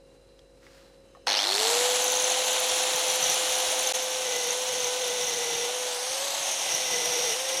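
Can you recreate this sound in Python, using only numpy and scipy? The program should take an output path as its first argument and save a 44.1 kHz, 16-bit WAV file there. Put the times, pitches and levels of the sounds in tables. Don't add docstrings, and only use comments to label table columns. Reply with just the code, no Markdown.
import sys
import numpy as np
from scipy import signal
from scipy.fft import rfft, irfft
from scipy.io import wavfile
from scipy.ndimage import uniform_filter1d, minimum_filter1d, map_coordinates

SR = 44100
rng = np.random.default_rng(int(sys.argv[2]) if len(sys.argv) > 2 else 0)


def pcm_store(signal):
    levels = np.round(np.clip(np.atleast_2d(signal), -1, 1) * 32767)
    wavfile.write(sys.argv[1], SR, levels.astype(np.int16).T)


def gain_from_decibels(decibels):
    exponent = np.asarray(decibels, float) / 20
    return 10 ** exponent


N = 335160
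TIME = np.arange(N) / SR
START_S = 1.2688


def rms_one(x):
    return x / np.sqrt(np.mean(x ** 2) + 1e-20)


def in_time(rows):
    s, *columns = np.transpose(rows)
    return [np.interp(TIME, s, column) for column in columns]


def coloured(x, spectrum):
    hz, level_db = np.transpose(spectrum)
    grid_hz = np.maximum(np.arange(N // 2 + 1) * SR / N, 1)
    shape_db = np.interp(np.log(grid_hz), np.log(hz), level_db, -90, -90)
    return rms_one(irfft(rfft(x) * gain_from_decibels(shape_db), N))


def drift(rate_hz):
    r = np.exp(-2 * np.pi * rate_hz / SR)
    wander = signal.lfilter([1], [1, -2 * r, r * r], rng.standard_normal(N + SR))
    return rms_one(wander[SR:])


def grains(per_s, spread_db):
    sizes = gain_from_decibels(spread_db * np.minimum(rng.exponential(1, N), 5)) * rng.choice([-1, 1], N)
    return sizes * (rng.random(N) < per_s / SR)


def resonances(x, modes):
    out = 0
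    for k, (hz, width_hz, level_db) in enumerate(modes):
        r = np.exp(-np.pi * width_hz / SR)
        b = [(1 - r * r) / 2, 0, (r * r - 1) / 2]
        a = [1, -2 * r * np.cos(2 * np.pi * hz / SR), r * r]
        out = out + (-1) ** k * gain_from_decibels(level_db) * signal.lfilter(b, a, x)
    return rms_one(out)


def filtered(x, order, hz, kind="low"):
    return signal.sosfilt(signal.butter(order, hz, kind, fs=SR, output="sos"), x)


def add(track, at_s, piece):
    i = round(at_s * SR)
    track[i:i + len(piece)] += piece[:N - i]


def touching(rows, fade_s):
    return np.clip(np.minimum(TIME - rows[0][0], rows[-1][0] - TIME) / fade_s, 0, 1)


def delayed(x, lag_ms):
    return map_coordinates(x, [np.arange(N) - lag_ms * SR / 1000], order=3)


RUN_UP_S, ROLLING_SHARE = .2, .075


def spun_up():
    return 1 - (1 - ROLLING_SHARE) * np.exp(-np.maximum(TIME - START_S, 0) / RUN_UP_S)


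# (time [s], length [s], disc ring [dB], shell ring [dB], loss of speed [%])
CUTS = [
    (3.198, 0.15, -30, -60, 0.44),
    (4.237, 0.3, -37.5, -43.5, 4.2),
    (4.668, 0.24, -37, -48, 2.32),
    (4.995, 0.31, -35.5, -47.5, 2.8),
    (5.267, .41, -35, -44, 5.7),
    (6.664, 0.3, -35, -43, 5.0),
    (6.908, 0.44, -33, -44, 8.9),
    (7.472, 0.24, -33, -42.5, 1.2),
]
BITE_S, LIFT_S, BITE_DB = .09, .022, -8
SAG_S = 0.0505


def pressure():
    disc, shell, load, loss = np.zeros((4, N))
    for s, length_s, disc_db, shell_db, percent in CUTS:
        touch = np.clip(np.minimum(TIME - s, s + length_s - TIME) / LIFT_S, 0, 1)
        bite = touch * gain_from_decibels(BITE_DB * np.exp(-np.maximum(TIME - s, 0) / BITE_S))
        disc, shell = disc + bite * gain_from_decibels(disc_db), shell + touch * gain_from_decibels(shell_db)
        load, loss = load + touch, loss + touch * percent / 100
    keep = np.exp(-1 / (SAG_S * SR))
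    return disc, shell, np.minimum(load, 1), signal.lfilter([1 - keep], [1, -keep], loss)


# (frequency [Hz], level [dB per Hz])
SHOP_FLOOR = [(35, -37), (60, -10), (93, -10.5), (226, -11.5), (266, -15), (443, -6), (533, -15),
              (599, -13), (1100, -22.5), (1290, -23), (3580, -29), (3930, -28), (4320, -28), (9510, -32),
              (15500, -50)]
# (frequency [Hz], width [Hz], level [dB])
FAR_FAN = [(4000, 90, -3), (5140, 80, -12), (2800, 200, -12), (8700, 120, -16)]
# (frequency [Hz], rms level [dB])
HUM = [(48.4, -65), (143, -74), (272, -70.5), (339, -70.5), (385, -76), (493, -63.5), (543, -61),
       (4016, -75), (3870, -86), (5141, -85), (2794, -81)]
LATE_HUM = [(3050, -76), (2670, -79), (2891, -80), (3871, -86), (5146, -84), (6320, -81)]
# (time [s], level [dB])
GRIP = [
    (0.57, -76),
    (0.64, -60),
    (.69, -61),
    (.75, -58),
    (.82, -61),
    (0.88, -64),
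    (0.92, -68),
    (1.0, -68),
]
# (frequency [Hz], level [dB per Hz])
GRIP_COLOUR = [(410, -36), (700, -8), (829, -12), (896, -8), (1430, -8), (1670, -7), (2140, -11),
               (4900, -10.5), (15600, -30)]
# (time [s], peak level [dB], pitch [Hz], time to fade by 60 dB [s])
TICKS = [
    (0.29, -60, 4100, 0.04),
    (0.392, -44.5, 3300, 0.016),
    (0.393, -48, 5050, 0.01),
    (0.666, -50, 1170, 0.04),
    (0.63, -52, 1940, 0.04),
    (0.667, -45, 1980, 0.037),
    (0.779, -50, 1830, 0.04),
    (0.946, -49, 4030, 0.008),
    (1.15, -42.5, 1110, 0.07),
    (1.171, -43, 700, 0.04),
]


def workshop():
    out = gain_from_decibels(-61 + drift(16)) * coloured(rng.standard_normal(N), SHOP_FLOOR)
    out += gain_from_decibels(-75) * resonances(rng.standard_normal(N), FAR_FAN)
    late = np.clip((TIME - 1.0) / .08, 0, 1)
    for lines, present in ((HUM, 1), (LATE_HUM, late)):
        for hz, level_db in lines:
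            tone = np.sin(2 * np.pi * hz * TIME + hz / 8000 * drift(25))
            out += present * np.sqrt(2) * gain_from_decibels(level_db + 1.4 * drift(4.6)) * tone
    slide = coloured(grains(9000, spread_db=-3.0), GRIP_COLOUR)
    out += touching(GRIP, fade_s=.04) * gain_from_decibels(in_time(GRIP)[0]) * slide
    t = np.arange(3000) / SR
    cracks = uniform_filter1d(rng.standard_normal((len(TICKS), len(t))), size=14) * 2.0
    for (s, peak_db, hz, t60_s), crack in zip(TICKS, cracks):
        modes = sum(share * np.sin(2 * np.pi * ratio * hz * t)
                    for ratio, share in ((1, 1), (1.62, 0.31), (1.1, 0.78)))
        add(out, s, gain_from_decibels(peak_db - 5 - 60 * t / max(t60_s, .003)) * modes * (1 + .5 * crack))
    snap = uniform_filter1d(rng.standard_normal(len(t)), size=3)
    add(out, START_S - .0025, gain_from_decibels(-33 - 60 * t / .012) * snap)
    return out


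# (time [s], bench lag [ms], bench part of the echo [0-1],
# guard facing us [0-1], echo boost [factor], lower guard ring [dB])
POSE = [(1.27, 0.21, 0.9, 0.37, 1.0, -4), (1.6, .26, 0.94, 0.1, 1.1, -5), (2.05, .29, 0.83, 0.3, 1.38, -5),
        (3.92, .3, 0.79, 0.1, 1.04, 0), (3.96, 0.29, 0.62, 0.76, 1.1, 0.5),
        (5.72, 0.29, 0.55, 0.5, 1.22, 0), (5.8, 0.32, 0.5, .7, 1.07, -6), (5.9, 0.27, 0.75, 0.9, 0.87, -5),
        (5.98, 0.21, 0.76, 1, 0.59, -2), (6.12, .21, 0.6, 0.95, 0.85, -4), (6.23, 0.26, 0.7, 1, 1.2, -12),
        (6.38, .262, 0.95, 1.03, 0.99, -12), (6.46, .3, 0.5, 1, 1.1, -9), (6.62, .29, 0.33, 0.8, 1.01, 3.5),
        (7.6, 0.29, 0.14, 0.76, 0.82, -2)]
# (time [s], peak level [dB], pitch [Hz])
THUMPS = [(2.16, -52, 150.2), (2.23, -52, 149.5), (2.72, -52, 90), (2.945, -47, 160), (3.09, -52, 130.2),
          (3.224, -43, 170), (3.292, -50, 170.4), (3.5, -53, 90.4), (3.68, -52, 70.0), (4.47, -57, 110),
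          (4.72, -56, 120), (4.83, -51, 120.5), (5.089, -58, 130), (5.55, -51, 105), (6.1, -53, 118),
          (6.3, -57, 120.2), (6.4, -54, 160), (6.74, -48, 150.4), (7.32, -52, 130)]


def bench():
    lumps = rng.standard_normal(N) * gain_from_decibels(1.8 * drift(11))
    out = rms_one(filtered(lumps, 3, [100, 240], "band"))
    idle = gain_from_decibels(-66 - 4.3 * in_time(POSE)[2]) * spun_up() ** 2
    out *= idle + gain_from_decibels(-25) * pressure()[0]
    t = np.arange(3000) / SR
    for s, peak_db, hz in THUMPS:
        swell = t / .004 * np.exp(1 - t / 0.0037)
        add(out, s, gain_from_decibels(peak_db + 2.5) * np.sin(2 * np.pi * hz * t) * swell)
    return out


# (time [s], peak level [dB], ringing pitch [Hz])
SLAMS = [(1.2693, -16, 3460), (1.2918, -15, 4300), (1.3084, -14, 3380), (1.3207, -20, 5000),
         (1.3292, -17, 4440), (1.3586, -15, 4530), (1.3706, -15, 4300), (1.3798, -14, 5460),
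         (1.3905, -12, 3140), (1.4, -15, 3360), (1.419, -15, 4300), (1.4295, -15, 3590),
         (1.4394, -14, 3440), (1.4494, -16, 4030), (1.47, -13, 4170), (1.4814, -15, 4120),
         (1.4914, -15, 4330), (1.5008, -16, 4290), (1.5123, -16, 4390), (1.5223, -15, 4340),
         (1.542, -15, 4260), (1.5522, -17, 3540), (1.5612, -13, 4430), (1.5706, -19, 4200),
         (1.5921, -20, 3590), (1.6011, -16, 3330), (1.651, -20, 3660)]
# (time [s], peak level [dB])
CRACKS = [(4.2078, -37), (4.4637, -36), (4.5274, -35), (4.687, -33), (4.7962, -34), (4.8451, -30),
          (4.923, -37), (5.2111, -36), (5.2564, -35), (5.2851, -32), (5.3695, -33), (5.5675, -34),
          (5.639, -30), (5.9112, -34), (6.1317, -35), (6.1911, -37), (6.4809, -35), (6.7495, -31),
          (6.8727, -34), (7.0563, -33), (7.1937, -34), (7.3579, -38), (7.4203, -38), (7.4963, -31)]


def knocks():
    out, t = np.zeros(N), np.arange(900) / SR
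    roughness = uniform_filter1d(rng.standard_normal((len(SLAMS), len(t))), size=30)
    for (s, peak_db, hz), rough in zip(SLAMS, roughness):
        ring = np.sin(2 * np.pi * hz * t + 2.7 * rough) * np.minimum(t / .0012, 1)
        add(out, s, gain_from_decibels(peak_db - 2 - 60 * t / 0.017) * ring)
    cracks = np.diff(rng.standard_normal((len(CRACKS), len(t) + 1)))
    for (s, peak_db), crack in zip(CRACKS, cracks):
        add(out, s, gain_from_decibels(peak_db - 10 - 60 * t / .03) * crack)
    return out


# (time [s], peak level [dB], pitch [Hz])
SQUEAKS = [(2.0191, -16, 6280), (2.0793, -14, 6150), (2.1005, -16, 6140), (2.1193, -22, 6290),
           (2.1522, -14, 5920), (2.17, -14, 6300), (2.1981, -18, 6420), (2.2228, -16, 6230),
           (2.2415, -11, 6280), (2.3, -17, 6380), (2.3184, -16, 6410), (2.478, -23, 6540),
           (2.6975, -18, 5573), (2.959, -16.5, 5900), (3.0809, -27, 6090), (3.0996, -14, 5910),
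           (3.157, -24, 6170), (3.2263, -12, 6000), (3.24, -13, 6200), (3.2975, -9, 5830),
           (3.5526, -16, 5740), (3.7017, -24, 6470), (3.791, -17, 6420), (3.8708, -15.5, 6240),
           (3.9506, -20, 6400), (4.5056, -17, 6300), (4.8435, -17.5, 6250), (6.3038, -20, 6096),
           (6.7478, -14, 5870), (7.0571, -15, 5754)]
# (time [s], peak level [dB])
SPARKS = [(1.8992, -31), (2.02, -26), (2.041, -24), (2.1008, -36), (2.1187, -26), (2.1521, -32),
          (2.2212, -34), (2.3896, -32), (2.4594, -32), (2.4794, -32), (2.5108, -33), (2.5298, -28),
          (2.6011, -26), (2.6655, -33), (2.6839, -31), (2.7807, -38), (2.8007, -40), (2.8326, -36),
          (2.9265, -34), (2.9598, -28), (2.9922, -31), (3.081, -34), (3.0995, -34), (3.1374, -33),
          (3.1564, -28), (3.2097, -33), (3.2272, -32), (3.2793, -36), (3.297, -26), (3.3424, -28),
          (3.4662, -36), (3.4901, -31), (3.523, -34), (3.553, -35), (3.5834, -32), (3.6014, -30),
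          (3.7011, -38), (3.7206, -38), (3.7635, -38), (3.7899, -37), (3.8293, -31), (3.8732, -29),
          (3.9516, -32)]
# (time [s], pitch [Hz])
BRUSH_PITCH = [(1.3, 6220), (4.0, 6210), (5.7, 6350), (6.7, 5700)]
OCTAVE_DB, SPARK_UNDER_DB = -25, 6.5
CHATTER_PER_S, CHATTER_DB = 25, -23
STRAY_PER_S, STRAY_DB, STRAY_FROM_S, STRAY_TO_S = 9.8, -34, 4.0, 5.1


def squeaks():
    out, t = np.zeros(N), np.arange(500) / SR
    busy = pressure()[2] + 2 * (1 - spun_up()) * (TIME > START_S + .2)
    faint = TIME[rng.random(N) < CHATTER_PER_S * busy / SR]
    sparking = (TIME > STRAY_FROM_S) & (TIME < STRAY_TO_S)
    stray = TIME[(rng.random(N) < STRAY_PER_S / SR) & sparking]
    sparks = list(SPARKS) + [(s, STRAY_DB) for s in stray]
    # time, squeal dB, pitch (0: the usual one), octave dB
    rows = [(s, db, hz, db + OCTAVE_DB) for s, db, hz in SQUEAKS]
    rows += [(s, db + SPARK_UNDER_DB, 0, db) for s, db in sparks]
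    rows += [(s, CHATTER_DB, 0, CHATTER_DB + OCTAVE_DB) for s in faint]
    shape = (t / 0.0015) ** 2 * np.exp(2 - 2 * t / 0.0016)
    for (s, peak_db, hz, octave_db), (a, b, c, d) in zip(rows, rng.random((len(rows), 4))):
        hz = hz or np.interp(s, *np.transpose(BRUSH_PITCH)) * (1 + 0.035 * (d - .5))
        phase = 2 * np.pi * (hz * t + a) + .45 * np.sin(2 * np.pi * (260 * t + b))
        octave = gain_from_decibels(octave_db + .8) * np.sin(2 * phase + 6 * c)
        add(out, s, shape * (gain_from_decibels(peak_db - 4.5) * np.sin(phase) + octave))
    return out


# (time [s], speed [turns per s], whine level [dB])
ROTOR = [(1.45, 520, -30.5), (1.72, 523, -27.5), (1.86, 523, -27.5), (1.99, 511, -33), (2.84, 509, -36.5),
         (4.12, 513, -36.5), (4.62, 511, -36), (4.87, 507, -33.5), (5.3, 507, -37), (5.8, 505, -36.5),
         (5.99, 490, -39.5), (6.26, 560, -40.5), (6.62, 543, -47.5), (6.95, 533, -39), (7.25, 538, -35),
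         (7.32, 485, -42.5), (7.37, 530, -38.5), (7.46, 534, -36)]
# (frequency [Hz], width [Hz], level [dB])
DISC = [(5710, 170, 0), (6340, 200, -7), (3570, 90, -4), (4480, 300, -9), (9300, 500, -16)]
SHELL = [(2015, 50, 0), (1930, 40, -9), (2300, 55, -8), (310, 40, -16), (430, 80, -16)]
# (frequency [Hz], level [dB per Hz])
SPRAY = [(6500, -36), (10800, -16), (12000, 10), (13900, 6), (14800, -4), (15700, -8)]


def cutting():
    disc_turns = in_time(ROTOR)[0] / 3.3
    wobble = 1 + 0.15 * np.sin(2 * np.pi * np.cumsum(disc_turns) / SR)
    grit = grains(14000, spread_db=2.2) * wobble * gain_from_decibels(.6 * drift(58))
    disc, shell, *_ = pressure()
    shell = shell * gain_from_decibels(2 + .6 * drift(16))
    sing = np.sqrt(2) * gain_from_decibels(-4 + 2.5 * drift(20)) * np.sin(2 * np.pi * 2015 * TIME + 1.6 * drift(12))
    spray = gain_from_decibels(-19 + 1.5 * drift(25)) * coloured(grit, SPRAY)
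    return disc * (resonances(grit, DISC) + spray) + shell * (gain_from_decibels(-1.5) * resonances(grit, SHELL) + sing)


# (time [s], gear rattle level [dB])
NEARNESS = [(1.27, -24), (1.47, -27.5), (1.66, -25), (2.03, -29.5), (3.56, -30.5), (3.92, -31.5),
            (3.95, -32), (4.0, -34.5), (5.7, -35), (6.08, -36), (6.2, -34), (7.3, -34), (7.6, -35.5)]
# (frequency [Hz], level [dB per Hz])
DRONE = [(88, -60), (150, -43.5), (250, -25), (441, -18), (505, -12.5), (522, -8.5), (552, -12.5),
         (765, -6), (1070, -13), (1480, -15.5), (2200, -13), (2860, -19), (4840, -120)]
RATTLE = [(710, -81), (1200, -4), (1660, -4.5), (1990, -4), (2170, -8), (2880, 2.5), (4220, 4), (4960, 0.5),
          (5780, 3), (6630, -9.5), (7500, -12), (9750, -15), (16500, -120)]
HISS = [(3820, -13.5), (6500, 3), (7660, 2), (8300, -1.5), (9100, 1.5), (9820, 1.5), (10100, -3.5),
        (11300, -8.5), (12800, -7), (13400, -16.5), (15600, -21)]
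# (frequency [Hz], width [Hz], level [dB])
GEARBOX = [(4300, 280, 0), (3400, 200, -5), (5200, 260, -6), (6300, 150, -9)]
GUARD = [(6480, 93, 4), (6080, 200, -1.5), (7860, 150, -15), (10050, 510, -7), (10100, 120, -2),
         (12500, 250, -13)]
GUARD_LOW = [(5660, 150, 0)]
THROB_HZ, THROB_PEAK_S = 100, 1.3315
JOLT_DB, JOLT_S = 5, 0.047
FAN_POWER = 2.6


def running(throb, guard_db, low_db):
    lift_db = pressure()[2]
    rattle_db = in_time(NEARNESS)[0] + lift_db
    jolt_db = JOLT_DB * np.exp(-np.abs(TIME - START_S) / JOLT_S)
    drone_db = -1 - 5 * throb + jolt_db - lift_db / 2
    hiss_db = -0.5 + FAN_POWER * 20 * np.log10(spun_up()) - lift_db
    since = (THROB_HZ * (TIME - THROB_PEAK_S) + .2) % 1
    peaks = np.e * since / .13 * np.exp(-since / .13)
    torque = 1 - throb + 1.7 * throb * peaks * gain_from_decibels(1.8 * drift(60))
    torque /= np.sqrt(uniform_filter1d(torque ** 2, size=2000))
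    shake = gain_from_decibels(0.65 * drift(51))
    rattle = coloured(grains(15000, spread_db=1.5), RATTLE) * torque * gain_from_decibels(2 - 5 * throb)
    gearbox = resonances(grains(8000, spread_db=0.0) * torque, GEARBOX) * throb * gain_from_decibels(-3.5)
    gearbox = filtered(gearbox, 2, 7500)
    pelting = grains(9000, spread_db=4.0) * torque * gain_from_decibels(1.4 * drift(70))
    guard = resonances(pelting, GUARD) - resonances(pelting, GUARD_LOW) * gain_from_decibels(low_db - 2)
    guard = filtered(guard * gain_from_decibels(guard_db - 3.5), 4, 13600)
    drone = coloured(grains(12000, spread_db=1.5), DRONE) * torque ** 0.37 * gain_from_decibels(drone_db)
    hiss = coloured(rng.standard_normal(N), HISS) * torque ** 0.28 * gain_from_decibels(hiss_db + 0.5 * drift(22))
    return gain_from_decibels(rattle_db - 1.0) * shake * (rattle + gearbox + guard + drone + hiss)


# (multiple of speed, level [dB])
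OVERTONES = [(2, -17), (3, -15.5)]
BLADES = [(28, -62), (31, -60)]
WHINE_POWER = 4.2
OVERTONE_FOLLOWS, WHINE_MEAN_DB = 0.84, -38
STUMBLE_DB, STUMBLE_S = -4, 0.012
PINION_TEETH, GEAR_WHISTLE = 12, 21


def whine(throb, blades_db):
    turns, level_db = in_time(ROTOR)
    *_, load, loss = pressure()
    stumble = sum(np.exp(-((TIME - cut[0]) / STUMBLE_S) ** 2) for cut in CUTS[2:])
    level_db = level_db + STUMBLE_DB * stumble + WHINE_POWER * 20 * np.log10(spun_up())
    turns = turns * spun_up() * (1 - loss)
    phase = 2 * np.pi * np.cumsum(turns) / SR + load * .7 * drift(14)
    out = np.sin(phase + 0.13 * drift(110)) * gain_from_decibels(level_db + (0.05 + 2.0 * load) * drift(31))
    cleared_db = .45 * in_time(POSE)[4]
    overtone_db = WHINE_MEAN_DB + OVERTONE_FOLLOWS * (level_db - WHINE_MEAN_DB)
    for multiple, order_db in OVERTONES:
        tone = np.sin(multiple * phase + 0.39 * drift(24))
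        out += tone * gain_from_decibels(order_db + overtone_db - cleared_db * (multiple < 3) + 1.4 * drift(6.4))
    for multiple, order_db in BLADES:
        tone = np.sin(multiple * phase + 1.3 * drift(50))
        out += tone * gain_from_decibels(order_db + blades_db + 2.5 * drift(8))
    mesh = PINION_TEETH * phase + drift(110)
    howl = np.sin(mesh) * gain_from_decibels(-31.5) * touching([[1.31], [1.46]], 0.088)
    whistle = np.sin(GEAR_WHISTLE / PINION_TEETH * mesh) * gain_from_decibels(-30)
    howl += whistle * touching([[1.32], [1.43]], 0.024)
    return np.sqrt(2) * (out + howl * gain_from_decibels(3 * drift(60)) * throb ** 3)


ECHO_SHARE, RAISED_SHARE, LOWER_S = 0.44, .25, 0.99
SHELL_LAG_MS = .34
INRUSH_THROB, INRUSH_SLIP, IDLE_THROB, LOAD_THROB = .78, .12, .06, .07


def scene():
    lag_ms, bench_part, facing, boost, low_db = in_time(POSE)
    echo = ECHO_SHARE * boost * np.interp(TIME, [START_S, START_S + LOWER_S], [RAISED_SHARE, 1])
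    bench_share, shell_share = echo * bench_part, echo * (1 - bench_part)
    inrush = INRUSH_THROB * np.tanh((1 - spun_up()) / INRUSH_SLIP)
    throb = np.clip(inrush + IDLE_THROB + LOAD_THROB * pressure()[2], 0, 1)
    guard_db = -14 + 15.5 * facing
    blades_db = -12 * facing - 14 * np.clip((TIME - 5.3) / .2, 0, 1)
    on = np.clip((TIME - START_S) / 0.0011, 0, 1)
    tool = on * (running(throb, guard_db, low_db) + knocks() + squeaks() + cutting())
    tool = filtered(tool, 2, 110, "high")
    treble = tool - .7 * uniform_filter1d(tool, size=7)
    echoes = bench_share * delayed(treble, lag_ms) + shell_share * delayed(tool, SHELL_LAG_MS)
    heard = (tool + echoes) / np.sqrt(1 + (bench_share + shell_share) ** 2)
    heard += on * (whine(throb, blades_db) + bench())
    ducked = 1 - on * (1 - gain_from_decibels(-21))
    mono = heard + ducked * workshop()
    return np.stack([mono, mono])


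def band_limit(x):
    return signal.sosfilt(signal.butter(12, 15710, fs=SR, output="sos"), x)


# (time [s], gap [s], fade-in [s], depth [dB])
GAPS = [
    (1.304, 0.00359, .002, -9),
    (3.9246, 0.0085, 0.013, -65),
]
CEILING = .215


def record(dry):
    gain = np.ones(N)
    for s, gap_s, fade_s, depth_db in GAPS:
        back = np.clip((TIME - s - gap_s) / fade_s, 0, 1) + (TIME < s)
        gain *= gain_from_decibels(depth_db) + (1 - gain_from_decibels(depth_db)) * back
    room = np.minimum(CEILING / (np.abs(dry * gain).max(axis=0) + 1e-9), 1)
    gain *= uniform_filter1d(minimum_filter1d(room, size=61), size=61)
    return band_limit(dry * gain)


dry = scene()
out = record(dry)
pcm_store(out)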